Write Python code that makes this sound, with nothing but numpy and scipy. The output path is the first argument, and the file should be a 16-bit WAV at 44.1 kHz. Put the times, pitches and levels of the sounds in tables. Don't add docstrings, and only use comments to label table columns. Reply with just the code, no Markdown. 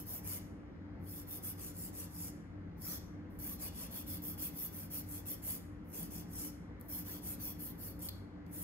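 import sys
import numpy as np
from scipy import signal
from scipy.fft import rfft, irfft, next_fast_len
from scipy.io import wavfile
from scipy.ndimage import uniform_filter1d

SR = 44100
rng = np.random.default_rng(int(sys.argv[2]) if len(sys.argv) > 2 else 0)


def generate_wav(sig):
    pcm = np.round(np.clip(np.atleast_2d(sig).T, -1, 1) * 32767).astype(np.int16)
    wavfile.write(sys.argv[1], SR, pcm)


N = 380583


def gain_of(db):
    return 10 ** (np.asarray(db) / 20)


def unit_rms(x):
    return x / np.sqrt(np.mean(x ** 2) + 1e-20)


def curve_at(points, hz, column=1):
    table = np.transpose(points)
    return np.interp(np.log(hz + 1), np.log(table[0] + 1), table[column])


def add(mix, start_s, sound):
    part = mix[:, round(start_s * SR):][:, :sound.shape[1]]
    part += sound[:, :part.shape[1]]


def impulse_response(gain):
    log_spectrum = np.conj(signal.hilbert(np.log(gain + 1e-5)))
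    taps = np.fft.ifft(np.exp(log_spectrum)).real[:len(gain) // 2]
    return taps[None] / np.linalg.norm(taps)


def drift(top_hz, count):
    t, hz = np.arange(0, N + 64, 64) / SR, np.geomspace(.15, top_hz, 20)[:, None]
    sines = np.sin(2 * np.pi * (hz * t + rng.random((count, *hz.shape)))) / np.sqrt(hz)
    return np.array([np.interp(np.arange(N) / SR, t, unit_rms(row)) for row in sines.sum(1)])


# start in seconds, length in seconds, peak pressure in dB, place of the
# peak from 0 to 1, board level against the grit in dB, tilt of the grit's top end in dB per octave.
STROKES = [(-0.1, 0.15, -43.5, 0.37, -14.5, -1), (0.048, 0.16, -41.5, 0.55, -15, 2),
           (0.229, 0.17, -40, 0.54, -14, -7), (1.034, 0.21, -47, 0.6, -17, -4),
           (1.26, 0.14, -42.5, 0.58, -18, 1), (1.42, 0.12, -40, 0.5, -20, -2.5),
           (1.57, 0.16, -45.5, 0.49, -13.5, -11), (1.728, 0.18, -45, 0.58, -17.5, -11),
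           (1.925, 0.15, -45, 0.48, -14, -13), (2.075, 0.24, -45, 0.67, -15.5, -13),
           (2.77, 0.22, -40.5, 0.66, -10.5, 5.5), (3.362, 0.21, -40.5, 0.57, -16, 3),
           (3.581, 0.12, -41, 0.6, -11.5, -3.5), (3.721, 0.16, -44, 0.62, -11.5, -11),
           (3.895, 0.14, -42.5, 0.55, -13, 0), (4.061, 0.13, -41, 0.47, -15.5, 2),
           (4.218, 0.14, -41.5, 0.39, -17.5, 6), (4.371, 0.13, -37.5, 0.55, -17, 1),
           (4.515, 0.18, -39, 0.66, -17.5, 9), (4.72, 0.16, -45, 0.39, -16, 0),
           (4.899, 0.13, -40, 0.49, -17, 1.5), (5.062, 0.154, -44.5, 0.55, -17.5, -7.5),
           (5.251, 0.11, -39, 0.51, -16.5, 1.5), (5.419, 0.17, -38, 0.5, -19, -4.5),
           (5.924, 0.16, -43.5, 0.38, -13.5, -5.5), (6.1, 0.14, -47.5, 0.43, -11, -6.5),
           (6.281, 0.23, -43, 0.63, -14.5, -9), (6.858, 0.18, -40.5, 0.56, -16.5, 8),
           (7.041, 0.16, -44.5, 0.47, -12, 4), (7.21, 0.15, -41, 0.58, -17, -6.5),
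           (7.389, 0.15, -40, 0.49, -16, 12.5), (7.584, 0.15, -42.5, 0.4, -19.5, 5),
           (7.771, 0.16, -44.5, 0.53, -18, 2), (7.98, 0.11, -43.5, 0.65, -16, -8),
           (8.503, 0.22, -44, 0.5, -19.5, -5)]
EDGE_S = .002


def strokes(turn_speed=.027, grit_power=.98, board_power=.67, ring_up_s=.0051):
    t, touching = np.arange(N) / SR, contact()
    keep = np.exp(-1 / (ring_up_s * SR))
    lagging = signal.lfilter([1 - keep], [1, -keep], touching - 1) + 1
    gates = np.array([touching, np.minimum(touching, lagging)])[:, None]
    powers = np.array([grit_power, board_power])[:, None, None]
    for start, length, db, peak_place, board_db, tilt_db in STROKES:
        span = slice(max(round(start * SR), 0), round((start + length) * SR))
        skew = np.log(.5) / np.log(peak_place)
        progress = np.clip((t[span] - start) / length, 0, 1) ** skew
        speed = turn_speed + (1 - turn_speed) * np.sin(np.pi * progress)
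        yield span.start, gain_of(db) * speed ** powers * gates[..., span], board_db, tilt_db


# time in seconds, then low, middle and high modes in dB.
GRIP = [(.2, 2.5, -2, -3.5), (1.1, -4.5, 0.5, 1), (2.3, -9, -8, -5), (2.85, 0, -14, -1.5),
        (3.45, 4.5, 0, 0), (3.9, -0.5, 4.5, 3.5), (4.6, 2.5, -0.5, 1), (6.0, 1.5, 1.5, -3),
        (6.4, -4, -12, -7.5), (7.0, 5, -1, 2.5), (8.1, -5, 0, -1.5)]


def rasp(grains_per_s=9000, spread_db=3.1, clump_db=1.2, clump_s=.0012):
    count = N + SR
    clumps = unit_rms(uniform_filter1d(rng.standard_normal(count), round(clump_s * SR)))
    sizes = gain_of(spread_db * np.minimum(rng.exponential(1, count), 4) + clump_db * clumps)
    ticks = sizes * (rng.random(count) < grains_per_s / SR)
    jolts = np.sqrt(ticks)
    grains = np.array([[unit_rms(ticks)], [unit_rms(jolts)]]) * rng.choice([-1., 1.], (2, 2, count))
    grip_times, *grip_levels = np.transpose(GRIP)
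    out = np.zeros((2, N))
    for at, pressure, board_db, tilt_db in [*strokes(), *grazes()]:
        drive = pressure * grains[..., at:at + pressure.shape[-1]]
        groups_db = [np.interp(at / SR, grip_times, db) for db in grip_levels]
        add(out, at / SR, scrape(drive, board_db, tilt_db, groups_db))
    return out


# frequency in Hz, relative level in dB.
GRIT_SPECTRUM = [(4000, -23), (6700, -16), (7600, -11.5), (9000, -1.5), (10300, 0.5), (11200, 0.5),
                 (11900, 3), (14000, -1), (15800, -4)]
# frequency in Hz, width in Hz, relative level in dB.
BOARD_MODES = [(562, 253, 0), (1100, 380, -2), (1890, 720, -5), (2780, 790, -5), (3466, 455, -1),
               (4480, 660, -2), (5390, 610, 1), (6090, 800, -0.5), (7540, 560, 1.5)]
GROUP_TOPS_HZ = [2400, 3100, 4900]


def scrape(drive, board_db, tilt_db, groups_db):
    hz = abs(np.fft.fftfreq(1024, 1 / SR))
    grit_db = curve_at(GRIT_SPECTRUM, hz) + tilt_db * np.log2(np.clip(hz / 11500, .7, 1.2))
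    board_power = np.zeros_like(hz)
    for mode_hz, width, db in BOARD_MODES:
        group_db = [*groups_db, 0][np.searchsorted(GROUP_TOPS_HZ, mode_hz)]
        board_power += gain_of(db + group_db) ** 2 / (1 + (2 * (hz - mode_hz) / width) ** 4)
    hiss = signal.fftconvolve(drive[0], impulse_response(gain_of(grit_db)), axes=1)
    ring = signal.fftconvolve(drive[1], impulse_response(np.sqrt(board_power)), axes=1)
    return hiss + gain_of(board_db) * ring


# frequency in Hz, typical depth in dB.
SHIMMER_DEPTH = [(6000, 4.8), (12000, 2.4)]


def rasp_shimmer(x):
    hz, t, spectrum = signal.stft(x, SR, nperseg=512, noverlap=384)
    lingering = uniform_filter1d(rng.standard_normal((len(t), len(hz))), size=12, axis=0)
    peaks = unit_rms(uniform_filter1d(lingering, size=2, axis=1)).T
    gain = gain_of(curve_at(SHIMMER_DEPTH, hz)[:, None] * peaks)
    gain /= np.sqrt(np.mean(gain ** 2, axis=1, keepdims=True))
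    return signal.istft(spectrum * gain, SR, nperseg=512, noverlap=384)[1][:, :N]


# frequency in Hz, seconds to fall 60 dB, level against the dry sound in dB.
ROOM_TAIL = [(983, 0.68, -9), (3930, 0.44, -1.5), (7250, 0.55, -8), (9600, 0.48, -13.5), (15600, 0.19, -10)]


def room(x):
    taps = np.zeros((2, 30000))
    slots = np.arange(200, 29900, 20)
    arrivals = slots + rng.integers(0, 20, (2, len(slots)))
    np.put_along_axis(taps, arrivals, rng.choice([-1., 1.], arrivals.shape), axis=1)
    hz, t, spectrum = signal.stft(taps, SR, nperseg=256)
    t60 = curve_at(ROOM_TAIL, hz)[:, None]
    band_energy = SR / 20 * t60 / (2 * np.log(1000))
    decay = gain_of(curve_at(ROOM_TAIL, hz, column=2)[:, None] - 60 * t / t60) / np.sqrt(band_energy)
    tail = signal.istft(spectrum * decay, SR, nperseg=256)[1]
    return signal.fftconvolve(x, tail, axes=1)[:, :N]


# frequency in Hz, relative level in dB.
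WASH_SPECTRUM = [(20, -27.5), (42, -17.5), (55, -4), (80, -10), (125, -12.5), (200, -8), (270, -10.5),
                 (350, -16), (520, -23), (1430, -30), (2000, -30.5), (2600, -43), (3500, -46), (5000, -52),
                 (9000, -65), (13000, -68), (15000, -88)]


def ventilation_wash(level_db=-51.5, patchy_db=1.24, swell_db=1.0, swell_below_hz=400):
    frames, hz = N // 1024 + 6, np.fft.rfftfreq(4096, 1 / SR)
    draws = rng.standard_normal((frames, len(hz), 5)).T
    noise = draws[[0, 2]] + 1j * draws[[1, 3]]
    patches = unit_rms(uniform_filter1d(uniform_filter1d(draws[4], 30, axis=0), 4, axis=1))
    swell_depth = swell_db / (1 + (hz / swell_below_hz) ** 2)
    swell = np.outer(swell_depth, np.resize(drift(top_hz=7.3, count=1)[0, ::1024], frames))
    spectrum = noise * gain_of(curve_at(WASH_SPECTRUM, hz)[:, None] + patchy_db * patches + swell)
    air = signal.istft(spectrum, nperseg=4096, noverlap=3072)[1][:, :N]
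    return gain_of(level_db) * unit_rms(air)


# pitch in Hz, width of its noise band in Hz, noise level in dB, sine level in dB.
HUM_TONES = [(60.57, 33, -68, -65.5), (94.3, 16.5, -56.5, -59), (171.7, 24.4, -57.5, -65.5),
             (296.8, 31, -60, -59), (492.4, 43, -72, -77.5), (543.4, 6.9, -76, -79.5), (790, 18, -81, -87)]


def ventilation_hum(waver=.004, throb_db=1.2):
    out, settle = np.zeros((2, N)), SR // 4
    for hz, width, noise_db, sine_db in HUM_TONES:
        bend, throb = drift(top_hz=4., count=2)
        pole = np.exp(-np.pi * width / SR)
        noise = rng.standard_normal((2, N + settle, 2)) @ [1, 1j]
        fuzz = signal.lfilter([1], [1, -2 * pole, pole ** 2], noise)[:, settle:]
        fuzz *= gain_of(noise_db) / np.sqrt(np.mean(abs(fuzz) ** 2))
        sine_level = gain_of(sine_db + throb_db * throb) * [[1], [1j]]
        carrier = np.exp(2j * np.pi * np.cumsum(hz * (1 + waver * bend)) / SR)
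        out += np.sqrt(2) * ((fuzz + sine_level) * carrier).real
    return out


# start in seconds, level in dB, board level against the grit in dB.
CATCHES = [(0.2754, -30, -32), (1.4366, -41.5, -24), (2.819, -39, -19), (3.391, -44, -20),
           (4.079, -44, -22), (4.4226, -29, -28), (6.03, -33, -24), (6.812, -43, -12), (7.993, -46, -27),
           (8.0874, -34.5, -0.5), (8.0913, -30, -10), (8.465, -60, 4.5)]
TICK_GROUPS_DB = (2, -6.5, 11)


def catches(decay_s=.0011):
    out = np.zeros((2, N))
    burst = np.exp(-np.arange(400) / SR / decay_s)
    for start, db, board_db in CATCHES:
        noise = rng.standard_normal((2, len(burst) + 1))
        sharp = np.diff(noise)
        drive = gain_of(db) * burst * np.array([noise[:, 1:], sharp])
        add(out, start, scrape(drive, board_db, tilt_db=0, groups_db=TICK_GROUPS_DB))
    return out


# start and end in seconds, then starting and ending level in dB.
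GRAZES = [(0.992, 1.046, -84, -61), (2.77, 2.813, -72, -55), (3.3, 3.388, -72.5, -73),
          (5.84, 5.924, -80, -55.5), (6.795, 6.885, -65.5, -68), (7.934, 7.988, -69, -71),
          (8.456, 8.513, -80, -69)]


def grazes(board_db=-14, tilt_db=0):
    for start, end, start_db, end_db in GRAZES:
        count = round((end - start + EDGE_S) * SR)
        fades = signal.windows.tukey(count, 2 * EDGE_S * SR / count)
        pressure = fades * gain_of(np.linspace(start_db, end_db, count))
        yield round(start * SR), pressure, board_db, tilt_db


def contact(slip_at_s=8.092):
    t, touching = np.arange(N) / SR, np.ones(N)
    for start, end, *_ in [*GRAZES, (slip_at_s, slip_at_s + .1)]:
        touching[(t >= start) & (t < end)] = 0
    return uniform_filter1d(touching, round(EDGE_S * SR))


def scene():
    filing = rasp_shimmer(rasp()) + catches()
    return filing + room(filing) + ventilation_wash() + ventilation_hum()


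# frequency in Hz, likeness of the ports from 0 to 1,
# the right port's lead in radians, left level over right in dB.
MIC_PORTS = [(100, .985, .05, 1.3), (300, .77, .25, 1.1), (700, .33, .3, 1.5), (1300, .25, .6, 2.),
             (1900, .3, 2.8, 1.5), (2300, .3, .1, -.5), (3000, .45, -1.5, 0), (3700, .75, -3.1, 1.5),
             (4700, .25, -3.1, 4.), (5900, .55, -3.2, 4.), (6700, .3, -.4, 3.), (7400, .5, -2.5, 1.5),
             (8500, .96, -3.1, .3), (10700, .8, -2.75, .3), (12000, .83, -1.9, 0), (16000, .74, -.5, 0)]
BAND_LIMIT_HZ = 15720


def record(dry):
    size = next_fast_len(N + 4096)
    hz = np.fft.rfftfreq(size, 1 / SR)
    left, unrelated = rfft(dry, size)
    likeness, lead, balance_db = (curve_at(MIC_PORTS, hz, column) for column in (1, 2, 3))
    right = likeness * np.exp(1j * lead) * left + np.sqrt(1 - likeness ** 2) * unrelated
    lean = gain_of(balance_db / 2)
    stereo = irfft(np.array([left * lean, right / lean]), size)[:, :N]
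    lowpass = signal.firwin(801, BAND_LIMIT_HZ, window=("kaiser", 9), fs=SR)
    return signal.oaconvolve(stereo, lowpass[None], "same")


dry = scene()
out = record(dry)
generate_wav(out)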